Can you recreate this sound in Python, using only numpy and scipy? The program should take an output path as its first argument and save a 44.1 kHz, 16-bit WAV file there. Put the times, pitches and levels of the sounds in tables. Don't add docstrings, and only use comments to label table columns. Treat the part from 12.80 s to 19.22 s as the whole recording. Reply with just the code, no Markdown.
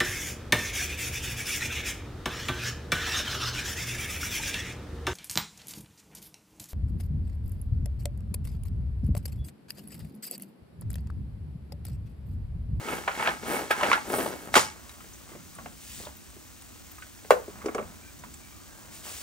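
import sys
import numpy as np
from scipy import signal
from scipy.fft import rfft, irfft
from scipy.io import wavfile
from scipy.ndimage import uniform_filter1d

SR = 44100
rng = np.random.default_rng(int(sys.argv[2]) if len(sys.argv) > 2 else 0)


def voltage_ratio(decibels):
    exponent = np.asarray(decibels, float) / 20
    return 10 ** exponent


def transcribe(u):
    v = np.clip(np.atleast_2d(u).T, -1, 1)
    q = np.round(v * 32767).astype(np.int16)
    wavfile.write(sys.argv[1], SR, q)


N = 283286
T = np.arange(N) / SR


def along(table, n):
    hz, value = np.transpose(table)
    return np.interp(np.log(np.arange(n // 2 + 1) * SR / n + 1), np.log(hz), value)


def unit(x):
    return x / np.sqrt(np.mean(x ** 2))


def band(x, lo_hz, hi_hz):
    return signal.sosfilt(signal.butter(2, [lo_hz, min(hi_hz, SR / 2 - 100)], "band", fs=SR, output="sos"), x)


def decay(t, t60_s):
    return np.exp(-np.log(1000) * t / t60_s)


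def body(x, modes):
    out = 0
    for k, (hz, width_hz, db) in enumerate(modes):
        out = out + (-1) ** k * voltage_ratio(db) * signal.lfilter(*signal.iirpeak(hz, hz / width_hz, fs=SR), x)
    return out


def widened(modes, factor):
    return [(hz, factor * width_hz + 60, db) for hz, width_hz, db in modes]


def grains(rate_hz, spread_db, fill):
    hit = rng.random(N) < rate_hz / SR
    clicks = hit * rng.standard_normal(N) * voltage_ratio(spread_db * np.minimum(rng.exponential(size=N), 4))
    return unit(clicks) + fill * rng.standard_normal(N)


def walk(rate_hz):
    k = int(SR / rate_hz)
    return uniform_filter1d(np.repeat(rng.standard_normal(N // k + 1), k), k)[:N]


def swell(rows, drop_db, bend):
    power = 0
    for start_s, top_s, end_s, db in rows:
        before = (top_s - T) / max(top_s - start_s, .002)
        after = (T - top_s) / max(end_s - top_s, .002)
        away = np.where(T < top_s, before, after)
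        power = power + voltage_ratio(db - drop_db * away ** bend) ** 2
    return np.sqrt(power)


def add(out, s, x):
    i = int(s * SR)
    out[i:i + len(x)] += x[:N - i]


def strikes(table, spread, t60_s, gain_db, snap_db, crack_db):
    out, t = np.zeros(N), np.arange(5000) / SR
    for s, db, hz, contact_ms, bright_db in table:
        contact_s = np.clip(contact_ms, .2, 6) / 1000
        rise = 1 - np.exp(-(t / contact_s) ** 2)
        fade = rise * (np.exp(-t / (2.1 * contact_s + 0.00047)) + 0.25 * decay(t, 2.6 * t60_s))
        noise = rng.standard_normal((3, len(t))) * fade
        crowd = band(noise[0], hz / (1 + spread), hz * (1 + 1.47 * spread))
        ring = crowd / abs(crowd).max() + 0.91 * rise * np.sin(2 * np.pi * hz * t) * decay(t, t60_s)
        snap = band(band(noise[1], 900.0, 3200.0), 830.0, 3300.0)
        crack = band(noise[2], 2900.0, 13000.0)
        blow = ring / abs(ring).max()
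        blow = blow + voltage_ratio(snap_db + bright_db + 2.0) * snap / abs(snap).max()
        blow = blow + voltage_ratio(crack_db + bright_db - 2.5) * crack / abs(crack).max()
        add(out, s + .0002, voltage_ratio(db + gain_db) * blow)
    return out


# (frequency [Hz], width [Hz], level [dB])
BOWL_MODES = [(361, 180, 15.5), (1050, 160, 3), (1223, 18, 4.5), (1880, 27, -9.5)]
RATCHET_MODES = [(860, 47, 2), (1300, 14, 4.5), (1600, 200, -2), (2235, 12, 2), (2200, 11, -2),
                 (2780, 600, -10), (3330, 44, -7.5), (3500, 24, -22)]
CORD_MODES = [(8140, 160, 8), (9640, 200, 9), (13500, 1500, -2)]
# (start [s], fastest [s], end [s], level [dB])
PULLS = [
    (-0.02, 0.14, 0.27, -40),
    (0.63, 0.725, 0.88, -31.5),
    (1.25, 1.36, 1.58, -29.5),
    (1.5, 1.64, 1.8, -46.5),
]
REWINDS = [
    (-0.07, 0.14, 0.25, -37),
    (0.25, 0.45, 0.6, -34),
    (0.62, 0.74, 0.86, -36),
    (0.9, 1.09, 1.23, -31),
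]
JERKS = [
    (0.9, 0.911, 0.94, -24),
]
SNAPS = [
    (1.735, 1.76, 1.885, -22),
]
# (level [dB], drop at stroke ends [dB])
PULL_MIX = [(0, 16), (-10, 14), (-18, 8), (-8.5, 22)]
REWIND_MIX = [(-4, 20), (0, 17), (-12, 9), (-16, 14)]
JERK_MIX = [(-6, 26), (5, 25), (-17, 12), (-8, 26)]
SNAP_MIX = [(-30, 30), (-1, 24), (0, 25), (-8, 30)]


def chopper():
    kinds = [(PULLS, PULL_MIX, 1.7), (REWINDS, REWIND_MIX, 1.5), (JERKS, JERK_MIX, .95), (SNAPS, SNAP_MIX, .95)]
    thuds = grains(800., 2.4, .5)
    churn = body(thuds, widened(BOWL_MODES, 1.07)) + voltage_ratio(-25) * band(thuds, 130.0, 1400.0)
    ticks = grains(900., 2.5, .55)
    pawls = body(ticks, widened(RATCHET_MODES, 1.25)) + voltage_ratio(-22.5) * band(ticks, 470.0, 2000.0)
    scrape = band(grains(2500., 1.1, 1.0), 2530.0, 8700.0)
    rub = grains(1500., 1.7, .8)
    cord = body(rub, CORD_MODES) + voltage_ratio(-9) * band(rub, 10500.0, 18600.0)
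    out = 0
    for k, layer in enumerate((churn, pawls, scrape, cord)):
        power = 0
        for rows, mix, bend in kinds:
            level_db, drop_db = mix[k]
            power = power + (voltage_ratio(level_db) * swell(rows, drop_db, bend)) ** 2
        out = out + np.sqrt(power) * unit(layer)
    return out


# (time [s], peak level [dB], ring [Hz], contact [ms], brightness [dB])
GEAR_KNOCKS = [(0.083, -24.5, 700, 2.5, 3), (0.127, -20.5, 503, 3.4, 0), (0.2755, -11, 777, 2.6, 3),
               (0.31, -26, 1385, 3, -12), (0.396, -14.5, 900, 1.2, -1), (0.407, -23.5, 1330, 2.2, 4),
               (0.458, -19, 1400, 1.8, 6), (0.485, -17.5, 1750, 2.5, 1), (0.627, -33, 1400, 3, -4),
               (0.904, -15, 560, 3, -8), (0.909, -11, 1600, 1.34, -3), (1.0105, -14, 1014, 0.6, 0),
               (0.993, -24, 800, 3, -8), (1.025, -17, 600, 2, -8), (1.078, -20, 330, 2, -6),
               (1.148, -18, 1700, 1.5, 0), (0.925, -19, 1400, 1.2, 0), (0.95, -24, 1000, 1.5, 0),
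               (1.03, -11.5, 1284, 1.8, 6), (1.0335, -13, 600, 0.8, 0), (1.049, -17, 526, 0.82, 2),
               (1.062, -17, 803, 1.6, 5), (1.14, -15, 1495, 1.2, -1), (1.174, -19, 860, 1.6, 2),
               (1.25, -32, 750, 3, -4), (1.337, -14.5, 806, 1.5, -6), (1.384, -16.5, 647, 1.3, -2),
               (1.456, -22, 590, 4, -12), (1.681, -32, 750, 3.5, 0)]


def gear_knocks():
    return strikes(GEAR_KNOCKS, spread=0.56, t60_s=0.062, gain_db=-4.15, snap_db=-11, crack_db=-25)


# (time [s], peak level [dB], ring [Hz], contact [ms], brightness [dB])
PAWL_CRACKS = [
    (0.473, -10, 1690, 0.5, 3),
    (1.099, -15, 1570, 0.54, -2),
    (1.1152, -3.5, 1100, 0.25, 2),
    (1.1295, -6, 1400, 0.5, -9),
]


def pawl_cracks():
    return strikes(PAWL_CRACKS, spread=0.72, t60_s=0.034, gain_db=-3.9, snap_db=-5, crack_db=-36)


# (time [s], peak level [dB], ring [Hz], contact [ms], brightness [dB])
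HANDLE_CLATTER = [(1.7403, -8, 800, 0.6, 2), (1.754, -7, 1393, 0.3, 5), (1.7555, -7, 900, 0.5, 0),
                  (1.762, -5, 620, 0.59, -3), (1.7658, -8, 1250, 0.3, -1), (1.7685, -7, 520, 0.8, -6),
                  (1.7765, -6, 580, 0.7, -3), (1.7805, -14, 900, 0.5, 0), (1.7945, -18, 1100, 0.5, 2),
                  (1.838, -26, 1000, 1, -2)]


def handle_clatter():
    return strikes(HANDLE_CLATTER, spread=0.72, t60_s=0.02, gain_db=-3.9, snap_db=-4, crack_db=-9)


# (time [s], peak level [dB], ring [Hz], contact [ms], brightness [dB])
BOWL_JOLTS = [
    (.472, -17, 650, 3.7, -25),
    (1.756, -16, 329, 3.7, -25),
    (1.767, -19, 500, 1.2, -25),
    (2.786, -39, 655, 0.8, -6),
    (2.862, -42, 220, 3, -25),
    (4.5062, -17, 1900, 0.5, -8),
]


def bowl_jolts():
    return strikes(BOWL_JOLTS, spread=0.51, t60_s=0.063, gain_db=-0.72, snap_db=-3, crack_db=-19)


# (start [s], strongest [s], end [s], level [dB])
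SPRING_SHIVERS = [
    (1.74, 1.744, 1.76, -38),
    (1.753, 1.765, 1.86, -27),
]
# (frequency [Hz], width [Hz], level [dB])
SPRING_MODES = [(2020, 60, 2), (2850, 60, -3), (3040, 70, -1), (3460, 60, -2), (4870, 60, 2), (5210, 60, 0),
                (5540, 90, -1), (6750, 60, 0), (7120, 80, 1), (8220, 200, -5)]


def spring():
    return swell(SPRING_SHIVERS, 22, 1.1) * unit(body(grains(700., 2.5, .3), SPRING_MODES))


# (time [s], level [dB], contact length [s], first pitch above the ring [Hz])
LID_LANDING = [
    (4.5065, -2, 0.006, 650),
    (4.5165, -24, 0.003, 100),
    (4.5217, -11, 0.003, 220),
    (4.531, -27, 0.004, 120),
    (4.5392, -17, .0045, 150),
    (4.555, -26, 0.007, 50),
    (4.575, -30, .006, 50),
    (4.60, -31, 0.0039, 50),
]
# (frequency [Hz], level [dB], t60 [s])
LID_MODES = [(345, -24, .04), (506, -30, 0.3), (617, -24, 0.14), (904, -24, .09), (1082, -9, 0.04),
             (1195, -22, 0.1), (1523, -20, 0.08), (1776, -30, .1), (2110, -21, .05), (2309, -27, .07),
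             (2670, -24, 0.06), (2853, -31, .1), (3343, -30, .07), (3989, -36, .1)]


def lid_landing():
    ring_hz, glide_s = 480, 0.001
    out, t = np.zeros(N), np.arange(9000) / SR
    for s, db, length_s, rise_hz in LID_LANDING:
        turns = ring_hz * t + rise_hz * glide_s * (1 - np.exp(-t / glide_s))
        envelope = (1 - np.exp(-t / (0.12 * length_s))) * np.exp(-(t / (1.14 * length_s)) ** 2)
        add(out, s, voltage_ratio(db) * np.sin(2 * np.pi * turns) * envelope)
    ring = sum(voltage_ratio(db) * np.sin(2 * np.pi * hz * t) * decay(t, t60_s) for hz, db, t60_s in LID_MODES)
    noise = rng.standard_normal((2, len(t)))
    slap_fade = np.exp(-t / 0.0058) + 0.31 * np.exp(-t / 0.038)
    slap = voltage_ratio(-10) * band(noise[0] * slap_fade, 800.0, 1600.0)
    crack_fade = np.exp(-t / 0.0039) + 0.19 * np.exp(-t / 0.03)
    crack = voltage_ratio(-21) * band(noise[1] * crack_fade, 3000., 14500.)
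    onset = 1 - np.exp(-(t / .0007) ** 2)
    add(out, LID_LANDING[0][0] - .0008, onset * (ring + slap + crack))
    return out


# (time [s], peak level [dB], ring [Hz], contact [ms], brightness [dB])
LID_ROCKS = [(4.677, -28, 320, 2.2, -12), (4.816, -37, 1380, 1.3, -6), (4.843, -28, 330, 0.8, -4),
             (4.859, -15.5, 420, 0.4, -8), (4.871, -23, 400, 0.9, -8), (4.885, -28, 550, 0.8, -8),
             (4.8895, -22, 330, 1.2, -8), (4.949, -19, 430, 0.6, -8), (4.958, -21, 420, 0.8, -8),
             (4.966, -30, 380, 1.2, -8), (4.984, -25, 560, 0.8, -8), (4.987, -20, 400, 1.0, -8),
             (4.997, -25, 520, 1.2, -8), (5.011, -29, 480, 1.2, -8), (5.027, -30.5, 490, 1.0, -6)]


def lid_rocks():
    return strikes(LID_ROCKS, spread=0.28, t60_s=0.032, gain_db=-2.5, snap_db=-17, crack_db=-26)


# (time [s], level [dB], tilt [dB per octave])
EDGE_CLICKS = [
    (4.857, -42, -1),
    (4.86, -36, -5),
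    (4.8848, -34, 1),
    (4.9473, -32, 1),
    (4.9818, -29, 0),
    (4.9902, -35, -2),
    (4.996, -35, -5),
    (5.027, -44, 1),
]
# (frequency [Hz], level [dB], t60 [s])
EDGE_MODES = [(1147, 0, .05), (1303, -3, .04), (1480, -2, .025), (1669, -8, .03), (1863, -8, .025),
              (2150, -5, .025), (2300, -8, .02), (2632, -10, .015)]


def lid_edge():
    out, t = np.zeros(N), np.arange(4000) / SR
    for s, db, tilt_db in EDGE_CLICKS:
        ring = 0
        for hz, mode_db, t60_s in EDGE_MODES:
            luck = rng.standard_normal()
            gain = voltage_ratio(mode_db + 2.5 * luck + tilt_db * np.log2(hz / 1200))
            ring = ring + gain * np.sin(2 * np.pi * hz * (1 + .01 * luck) * t) * decay(t, t60_s)
        add(out, s, voltage_ratio(db) * ring * (1 - np.exp(-t / .0003)))
    return out


# (time [s], peak level [dB], ring [Hz], contact [ms], brightness [dB])
GRIT_SCUFFS = [
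    (4.857, -33, 5800, 2.2, 0),
    (4.9465, -30, 6000, 1.6, -3),
]


def grit_scuffs():
    return strikes(GRIT_SCUFFS, spread=0.3, t60_s=0.01, gain_db=-0.72, snap_db=-5, crack_db=-16)


# (time [s], peak level [dB], ring [Hz], contact [ms], brightness [dB])
FINGER_TAPS = [(2.203, -41.5, 1250, 1.3, 3), (2.243, -44.5, 474, 0.82, 8), (2.49, -43, 1223, 1.3, 5),
               (2.517, -40, 353, 0.96, 2), (2.549, -37, 358, 2.1, -2), (2.785, -35, 1120, 0.9, 0),
               (2.857, -31, 715, 2, 5), (3.196, -36, 500, 2.3, -9), (3.267, -33, 600, 1.5, -1),
               (3.564, -40, 330, 2, -6), (3.819, -50, 1330, 1.3, 12), (4.181, -39, 1236, 1.3, -5),
               (4.221, -33.5, 1500, 1.3, -12), (4.445, -39.5, 437, 1.9, 6), (5.436, -34, 974, 0.85, -1)]


def finger_taps():
    return strikes(FINGER_TAPS, spread=0.4, t60_s=0.059, gain_db=-1.5, snap_db=-9, crack_db=-18)


# (time [s], peak level [dB], ring [Hz], contact [ms], brightness [dB])
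METAL_TICKS = [(2.093, -38, 3890, 0.64, 13), (2.3335, -38, 6250, 0.7, -3), (2.7494, -36.5, 9100, 0.8, -1),
               (3.251, -35, 3580, 0.7, -16), (3.3677, -36, 13800, 0.8, -2), (3.4994, -43, 8640, 0.8, 1),
               (3.8203, -40, 8470, 0.8, 5), (4.0672, -40, 6640, 0.8, 1), (4.116, -34, 13600, 0.63, -4),
               (5.3896, -39, 6130, 1.4, -4), (5.5398, -32, 7670, 0.8, 0), (6.143, -42, 7700, 0.8, 0)]


def metal_ticks():
    return strikes(METAL_TICKS, spread=0.15, t60_s=0.035, gain_db=-3.5, snap_db=-14, crack_db=-6)


# (time [s], length [s], frequency [Hz], level [dB])
STEEL_RIMS = [(5.21, .11, 2390, -63), (5.58, .19, 2320, -64), (3.9, .1, 1300, -66), (2.74, .05, 1180, -60),
              (5.235, .08, 1550, -59.5), (5.85, .2, 1600, -66), (5.66, .25, 1220, -66)]


def steel_rims():
    out = 0
    for s, length_s, hz, db in STEEL_RIMS:
        envelope = np.clip(1 - abs(2 * (T - s) / length_s - 1), 0, .4) * 2.5
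        out = out + voltage_ratio(db) * unit(band(rng.standard_normal(N), hz - 30, hz + 30)) * envelope
    return out


# (start [s], strongest [s], end [s], level [dB])
SLIDES = [
    (3.0, 3.17, 3.28, -51),
    (6.11, 6.154, 6.23, -56),
    (6.23, 6.27, 6.6, -47.5),
]
# (start [s], strongest [s], end [s], level [dB])
DRAGS = [
    (1.85, 1.96, 2.2, -57),
    (2.44, 2.53, 2.6, -56),
    (3.23, 3.27, 3.31, -50),
    (4.49, 4.52, 4.76, -54),
    (4.74, 4.874, 5.1, -49),
    (5.8, 6.1, 6.4, -60),
    (6.24, 6.296, 6.36, -51),
    (6.34, 6.42, 6.5, -55),
]
# (time [s], level [dB])
PAN_LEVEL = [(0, -61), (1.9, -61.5), (2.05, -57), (3.6, -58), (4.1, -56.5), (5.1, -58), (6.42, -57)]
# (frequency [Hz], level [dB per Hz])
FINE_SPECTRUM = [(700, -33), (1200, -5.5), (2300, -4.5), (5000, -5.5), (8500, -3), (12600, -11),
                 (16000, -3)]


def rubbing_and_pan():
    fine = unit(irfft(rfft(grains(3000., 0.76, 1.0)) * voltage_ratio(along(FINE_SPECTRUM, N)), N))
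    dull = unit(band(grains(500., 1.4, 1.0), 310.0, 1480.0))
    pan = voltage_ratio(np.interp(T, *np.transpose(PAN_LEVEL)))
    bright = pan * fine + swell(SLIDES, 13, 2.6) * band(fine, 1400., 17000.)
    dull_gain = np.hypot(pan * voltage_ratio(-5.5), swell(DRAGS, 9, 1.3))
    return voltage_ratio(5.0) * bright + voltage_ratio(0.6) * dull_gain * dull


# (time [s], level [dB])
WEIGHT_SHIFTS = [(0.14, -46), (0.49, -41), (1.05, -41), (1.39, -55), (1.77, -39), (2.22, -53), (2.54, -47),
                 (2.82, -45), (3.2, -45), (4.54, -50), (4.77, -46), (5.02, -41), (5.45, -46), (6.1, -49),
                 (6.35, -55)]


def heave():
    rise_s, fall_s, rest_db = .08, .14, -60
    pushes = swell([(s - rise_s, s, s + fall_s, db) for s, db in WEIGHT_SHIFTS], 11, 1.1)
    return voltage_ratio(-5.0) * np.hypot(pushes, voltage_ratio(rest_db)) * unit(band(rng.standard_normal(N), 55., 232.0))


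# (frequency [Hz], phase [rad])
SIDE_LEAD = [(100, 1.36), (400, 0.55), (1200, 1.75), (2500, 1.8), (5000, 1.04), (9000, 1.33), (14000, 1.6)]


def ports(x, side_db):
    t = np.arange(2000) / SR
    echoes = rng.standard_normal(len(t)) * np.exp(-t / .014)
    echoes = echoes / np.sqrt(np.sum(echoes ** 2))
    paths = np.exp(1j * along(SIDE_LEAD, N)) + voltage_ratio(-2.5) * rfft(echoes, N)
    side = irfft(rfft(x) * voltage_ratio(along(side_db, N) - 5) * paths, N)
    return np.array([x + side, x - side])


def room(x):
    t60_s, treble_t60_s, level_db = 0.27, 0.24, -12
    t = np.arange(SR // 2) / SR
    noise = rng.standard_normal((2, len(t))) * (1 - np.exp(-t / 0.0013))
    tail = band(noise, 67.0, 2870.0) * voltage_ratio(-60 * t / t60_s)
    tail = tail + 0.9 * band(noise, 3000.0, 18700.0) * voltage_ratio(-60 * t / treble_t60_s)
    tail = tail / np.sqrt(np.sum(tail ** 2) / 2)
    return voltage_ratio(level_db) * signal.fftconvolve(x[None], tail, axes=1)[:, :N]


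# (frequency [Hz], level [dB per Hz])
KITCHEN_SPECTRUM = [(15, -39), (28, -13), (45, -1), (68, 8), (100, 6), (146, -5), (313, 0), (483, -15.5),
                    (1250, -20), (3500, -26.5), (6500, -14.5), (8400, -24), (10000, -44.5), (13500, -17.5),
                    (16000, -57.5)]
# (frequency [Hz], likeness [-1 to 1])
PORT_LIKENESS = [(60, 1), (130, -0.56), (290, -0.21), (640, -0.09), (1410, -0.09), (3100, 0), (6820, 0.55),
                 (15000, 0.7)]


def kitchen():
    level_db = -50
    opposite = np.array([[1], [-1]])
    low = np.clip(along([(90, 0.83), (300, 0)], N), 0, 1)
    alike = np.clip(along(PORT_LIKENESS, N), -.9, .99)
    mid, side = (rfft(rng.standard_normal(N)) * voltage_ratio(along(KITCHEN_SPECTRUM, N)) for _ in range(2))
    pair = mid * np.sqrt(1 + alike) + side * np.sqrt(1 - alike) * opposite
    rumble = irfft(pair * low, N) * voltage_ratio(0.46 * walk(3.7))
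    sizzle = irfft(pair * (1 - low), N) * voltage_ratio(0.77 * walk(11.0))
    duct = voltage_ratio(-7) * unit(band(rng.standard_normal(N), 170., 290.)) * opposite
    return voltage_ratio(level_db - 2.5) * (unit(rumble + sizzle) + duct)


# (frequency [Hz], level [dB])
CHOPPER_SIDE = [(60, -6), (110, -5), (200, -5), (380, -10), (700, -5.5), (1290, 3), (2380, 0), (4400, -0.5),
                (8120, 0.5), (15000, 4.5)]
LID_SIDE = [(60, -11), (110, 1), (200, -13), (380, -16), (700, -6), (1290, 1), (2380, 0), (4400, 0),
            (8120, 2), (15000, 7)]


def scene():
    machine = chopper() + gear_knocks() + pawl_cracks() + handle_clatter() + bowl_jolts()
    machine = machine + spring() + grit_scuffs()
    hands = lid_landing() + lid_rocks() + lid_edge() + finger_taps() + metal_ticks()
    hands = hands + steel_rims() + rubbing_and_pan() + heave()
    near = ports(machine, CHOPPER_SIDE) + ports(hands, LID_SIDE)
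    return near + room(machine + hands) + kitchen()


def roll_off(x):
    return signal.sosfilt(signal.butter(12, 16840, fs=SR, output="sos"), x)


def record(dry):
    gap_lo_hz, gap_hi_hz, side_top_hz, top_hz = 10400, 12200, 13400, 15900
    dry = 1.25 * np.tanh(dry / 1.25)
    mid, side = rfft(dry[0] + dry[1]) / 2, rfft(dry[0] - dry[1]) / 2
    # (frequency [Hz], gain [dB])
    mid_gain = [(gap_lo_hz - 150, 0), (gap_lo_hz + 150, -55), (gap_hi_hz - 150, -55), (gap_hi_hz + 150, 0),
                (top_hz - 150, 0), (top_hz + 250, -55)]
    side_gain = [(8100, 0), (8600, -9), (9200, 0), (side_top_hz - 300, 0), (side_top_hz + 200, -45), (top_hz, -70)]
    mid *= voltage_ratio(along(mid_gain, N))
    side *= voltage_ratio(along(side_gain, N))
    mix = irfft(np.array([mid + side, mid - side]), N)
    return roll_off(mix)


dry = scene()
out = record(dry)
transcribe(out)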